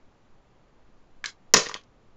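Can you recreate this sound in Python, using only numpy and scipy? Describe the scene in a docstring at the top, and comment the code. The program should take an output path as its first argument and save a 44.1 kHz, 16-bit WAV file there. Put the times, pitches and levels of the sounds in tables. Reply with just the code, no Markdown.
"""At a desk in a small room, a small plastic compact snaps open near a webcam microphone; a piece drops
on the desk and bounces to rest. Blows ring decaying modes plus short noise, with a desk thud under them.
Sparse reflections form the room; a suppressor shortens the tails. Microphone hiss, a faint whine and
subsonic drift lie beneath, and the loudest blow clips."""
import sys
import numpy as np
from scipy import signal
from scipy.fft import rfft, irfft
from scipy.io import wavfile
from scipy.ndimage import uniform_filter1d

SR = 44100
rng = np.random.default_rng(int(sys.argv[2]) if len(sys.argv) > 2 else 0)


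def rack_gain(trim_db):
    """Turn a fader trim in dB into the linear factor to multiply a signal by."""
    fader = np.asarray(trim_db, float)
    return 10 ** (fader / 20)


def dump(signal):
    """Clip the signal to [-1, 1] and save it as 16-bit WAV at the path in sys.argv[1]."""
    limited = np.clip(np.atleast_2d(signal).T, -1, 1)
    pcm = np.round(limited * 32767).astype(np.int16)
    wavfile.write(sys.argv[1], SR, pcm)


N = 95300
STRIKE_N = 4000  # samples per blow


def read(points, hz):
    """Interpolates a table on a log-frequency axis."""
    f, value = np.transpose(points)
    return np.interp(np.log(hz + 1), np.log(f + 1), value)


def add(mix, start_s, sound):
    """Mixes a sound in at a time."""
    part = mix[round(start_s * SR):][:len(sound)]
    part += sound[:len(part)]


def causal(db):
    """Minimum-phase filter with the given gain at 1025 evenly spaced frequencies, cut to 1024 taps."""
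    log_gain = np.log(rack_gain(np.r_[db, db[-2:0:-1]]))
    return np.fft.ifft(np.exp(np.conj(signal.hilbert(log_gain)))).real[:1024]


def highs(x, low_hz):
    """Third-order high-pass: small objects radiate little below low_hz."""
    return signal.sosfilt(signal.butter(3, low_hz, "high", fs=SR, output="sos"), x)


def hiss():
    """Microphone and converter noise: shaped Gaussian noise with a steep upper edge."""
    # spectrum before scaling to the total rms: freq_hz, relative_level_db
    spectrum = [(18, -37.5), (30, -1.5), (59, -7), (71, -16), (92, -8.5), (268, -13), (1080, -21),
                (1220, -22), (1310, -24.5), (5540, -39), (7860, -40), (10200, -83.5), (17300, -120)]
    rms_db, edge_hz = -61, 7400
    hz = np.fft.rfftfreq(N, 1 / SR)
    white = rfft(rng.standard_normal(N))
    wash = irfft(white * rack_gain(read(spectrum, hz)) / (1 + (hz / edge_hz) ** 200), N)
    return rack_gain(rms_db) * wash / np.sqrt(np.mean(wash ** 2) + 1e-20)


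def whine():
    """Faint sine whose phase wanders at random."""
    pitch_hz, peak_db = 1214, -80.5
    wobble_rad = np.cumsum(rng.standard_normal(N)) * 0.014
    return rack_gain(peak_db) * np.sin(2 * np.pi * pitch_hz * np.arange(N) / SR + wobble_rad)


def subsonic_drift():
    """Narrow-band subsonic noise, levelled locally and then following an envelope."""
    # envelope of the drift: time_s, rms_db
    envelope = [(0.0, -67), (0.05, -52.5), (0.17, -69), (0.29, -51), (0.5, -65.5), (1.01, -52.5),
                (1.23, -49.5), (1.31, -65), (1.55, -44.5), (1.87, -67), (2.11, -53), (2.16, -57.5)]
    low_hz, high_hz = 6, 12
    hz = np.fft.rfftfreq(N, 1 / SR)
    drift = irfft(rfft(rng.standard_normal(N)) * (hz > low_hz) * (hz < high_hz), N)
    drift = drift / np.sqrt(uniform_filter1d(drift ** 2, 9000))
    return rack_gain(np.interp(np.arange(N) / SR, *np.transpose(envelope))) * drift


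def room(x):
    """Sparse reflections that arrive after a short gap, each band dying at its own speed."""
    # decay of the small room: freq_hz, t60_s
    decay = [(100, 0.1), (500, 0.25), (1500, 0.25), (4000, 0.26), (7500, 0.24)]
    level_db, delay_s, rise_s = -6, 0.0042, 0.024
    taps = np.zeros(SR // 2)
    at = np.arange(0, SR // 2 - 12, 12)
    taps[at + rng.integers(0, 12, len(at))] = rng.choice([-1., 1.], len(at))
    hz, t, z = signal.stft(taps, SR, nperseg=256)
    tail = signal.istft(z * rack_gain(-60 * t / read(decay, hz)[:, None]), SR, nperseg=256)[1]
    tail = tail * np.clip((np.arange(len(tail)) / SR - delay_s) / rise_s, 0, 1)
    return rack_gain(level_db) * signal.fftconvolve(x, tail / np.linalg.norm(tail))[:N]


def ring(modes, longest_s):
    """Sum of dying sines; each blow draws slightly different mode levels and pitches."""
    level_spread_db, detune_spread = 1.2, .01  # standard deviations; detune as a fraction
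    hz, db, t60_s = np.transpose(modes)[:, :, None]
    t = np.arange(STRIKE_N) / SR
    luck_level, luck_pitch = rng.standard_normal((2, len(modes), 1))
    fade = rack_gain(db + level_spread_db * luck_level - 60 * t / np.clip(t60_s, .004, longest_s))
    return (fade * np.sin(2 * np.pi * hz * (1 + detune_spread * luck_pitch) * t)).sum(0)


def desk_thud(push):
    """The push excites the desk modes; scaled to peak 1."""
    # desk modes, decays limited to 4-50 ms by ring(): freq_hz, relative_level_db, t60_s
    desk = [(114, -11.5, 0.063), (250, -20.5, .035), (346.5, -13, .03), (452, -3, .05), (495, 4.5, 0.055),
            (600, 3.5, .03), (700, -5, 0.027), (781, -15, 0.01)]
    thud = signal.fftconvolve(push[:1000], ring(desk, longest_s=.05))[:STRIKE_N]
    thud = highs(thud, 140)
    return thud / abs(thud).max()


def plastic_body(modes, push):
    """The contact and its tiny after-slips ring the plastic; loose parts rattle without pitch."""
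    slips_per_s, slip_db = 4000, -7.5  # slips relative to the first contact
    rattle_db, rattle_t60_s = -9, .04
    size, buzz = rng.standard_normal((2, STRIKE_N))
    t = np.arange(STRIKE_N) / SR
    slips = rack_gain(slip_db) * push * size * (rng.random(STRIKE_N) < slips_per_s / SR)
    taps = np.where(t > 0, slips, 1)[:1000]
    body = signal.fftconvolve(taps, ring(modes, longest_s=.03))[:STRIKE_N]
    rattle = (push + rack_gain(-1 - 60 * t / rattle_t60_s)) * buzz
    return body / abs(body).max() + rack_gain(rattle_db) * rattle


def strike(modes, peak_db, bright_hz, contact_s, thud_db):
    """Plastic and desk thud of one blow. Row 0 goes to the microphone; row 1, evened in colour as a
    sum over directions, goes to the walls."""
    rise_s, focus_db_per_oct, plastic_low_hz = 0.00013, 7.5, 990
    even_share, thud_to_walls_db = .55, -1.5
    t = np.arange(STRIKE_N) / SR
    push = np.exp(-t / max(contact_s, 1e-4)) * np.minimum(t / rise_s + 0.35, 1)

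    hz = np.fft.rfftfreq(2048, 1 / SR) + 20
    colour = causal(-focus_db_per_oct * abs(np.log2(hz / bright_hz)))
    sound = signal.fftconvolve(plastic_body(modes, push), colour)[:STRIKE_N]
    sound = highs(sound, plastic_low_hz)
    sound = sound / abs(sound).max()

    even = highs(np.r_[colour, np.zeros(STRIKE_N - len(colour))], plastic_low_hz)
    even = even * np.linalg.norm(sound) / np.linalg.norm(even)  # same energy as the direct sound
    spread = even_share * even + (1 - even_share) * sound

    thud_gain = rack_gain(thud_db + np.array([[0], [thud_to_walls_db]]))
    return rack_gain(peak_db) * (np.array([sound, spread]) + thud_gain * desk_thud(push))


def add_strikes(near, walls, modes, blows):
    """Adds each blow to the direct sound and to the sound sent to the walls."""
    for start_s, *settings in blows:
        direct, spread = strike(modes, *settings)
        add(near, start_s, direct)
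        add(walls, start_s, spread)


def latch(near, walls):
    """The compact snaps open: latch clicks ring its plastic case."""
    # clicks: start_s, plastic_peak_db, brightest_hz, contact_decay_s, thud_db (re plastic peak)
    clicks = [(1.2412, -13.5, 1800, .0004, -37), (1.2485, -23.5, 1600, 0.0024, -25),
              (1.258, -14, 4600, 0.0014, -29), (1.2637, -23, 7000, 0.00092, -26)]
    # case modes, decays limited to 4-30 ms by ring(): freq_hz, relative_level_db, t60_s
    case = [(1720, -3, 0.025), (2197, -6, .015), (3307, -10, .01), (4500, -2, 0.012), (5520, -10.5, 0.0053),
            (6300, -7, 0.016), (7470, 2.5, 0.0104)]
    add_strikes(near, walls, case, clicks)


def dropped_piece(near, walls):
    """The piece bounces to rest: each blow on the desk rings its plastic."""
    # blows: start_s, plastic_peak_db, brightest_hz, contact_decay_s, thud_db (re plastic peak)
    blows = [(1.538, 10, 6300, 0.0017, -25), (1.5399, -5, 1880, 0.0089, -6), (1.5422, 0, 5200, 0.0026, -32),
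             (1.5435, -8.5, 5824, .002, -20), (1.5448, -4.5, 1050, 0.0034, -13),
             (1.549, -9.5, 1020, 0.001, -7), (1.559, -12.5, 3000, 0.0035, -3),
             (1.564, -10, 4600, 0.0036, -7.5), (1.568, -8, 1153, 0.0035, -46),
             (1.5711, -2, 5370, 0.0031, -18), (1.577, -14, 5400, .002, -3), (1.655, -30, 3020, .004, -17),
             (1.661, -24, 2380, .001, -16.5), (1.6632, -25, 1970, .001, -35),
             (1.667, -21, 1990, 0.0015, -8), (1.674, -35, 3530, 0.0042, -14),
             (1.702, -50, 3030, 0.0039, -2), (1.687, -23, 4500, 0.00055, -37),
             (1.693, -24, 6300, 0.00054, -41), (1.695, -23.5, 1230, 0.0011, -13.5),
             (1.712, -37, 5000, .003, -11), (1.714, -26, 1300, .003, -13.5), (1.742, -14, 2960, .001, -33),
             (1.751, -28, 1480, 0.00047, -3.5), (1.760, -29, 1140, 0.0021, -18.5),
             (1.772, -45, 4580, .003, -27), (1.812, -33.5, 2760, .003, -20.5),
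             (1.836, -35, 5000, .004, -28.5), (1.866, -43.5, 3580, 0.0023, -29)]
    # piece modes, decays limited to 4-30 ms by ring(): freq_hz, relative_level_db, t60_s
    piece = [(1050, -3, .025), (1183, 1, 0.046), (1556, -3, .015), (1880, 6, 0.011), (2217, -11, .012),
             (2749, -11, .01), (3254, -4, 0.004), (3580, -7.5, .012), (4150, -13, 0.0072),
             (5130, -13.5, .012), (5155, -8.5, 0.031), (5540, -10, .012), (6338, 2.5, 0.0047),
             (6855, -3, 0.004)]
    add_strikes(near, walls, piece, blows)


def scene():
    """Latch clicks and desk blows in the room."""
    near, walls = np.zeros((2, N))
    latch(near, walls)
    dropped_piece(near, walls)
    return (near + room(walls))[None]


def suppressor(x):
    """Downward expander: turns quiet sound down further."""
    threshold_db, extra_db_per_db, smoothing_s = -39.5, 1.47, .02
    power = uniform_filter1d(x ** 2, round(smoothing_s * SR), axis=1)
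    level_db = 10 * np.log10(abs(power) + 1e-12)
    return x * rack_gain(extra_db_per_db * np.clip(level_db - threshold_db, -40, 0))


def microphone(x):
    """Treble roll-off as a causal filter."""
    # response: freq_hz, gain_db
    response = [(6800, -1.5), (7200, -5), (7600, -16), (8300, -22), (8900, -29), (9400, -65)]
    taps = causal(read(response, np.fft.rfftfreq(2048, 1 / SR)))
    return signal.fftconvolve(x, taps[None])[:, :N]


def band_limit(x):
    """A steep low-pass at the top of the band."""
    return signal.sosfilt(signal.butter(12, 8950, fs=SR, output="sos"), x)


def record(dry):
    """Suppressor, treble roll-off, background noises, clipping and dither."""
    ceiling, dither_rms_db = 1.2, -99
    x = microphone(suppressor(dry))
    x = np.clip(x + hiss() + whine() + subsonic_drift(), -ceiling, ceiling)
    mix = x + rack_gain(dither_rms_db) * rng.standard_normal(N)
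    return band_limit(mix)


dry = scene()
out = record(dry)
dump(out)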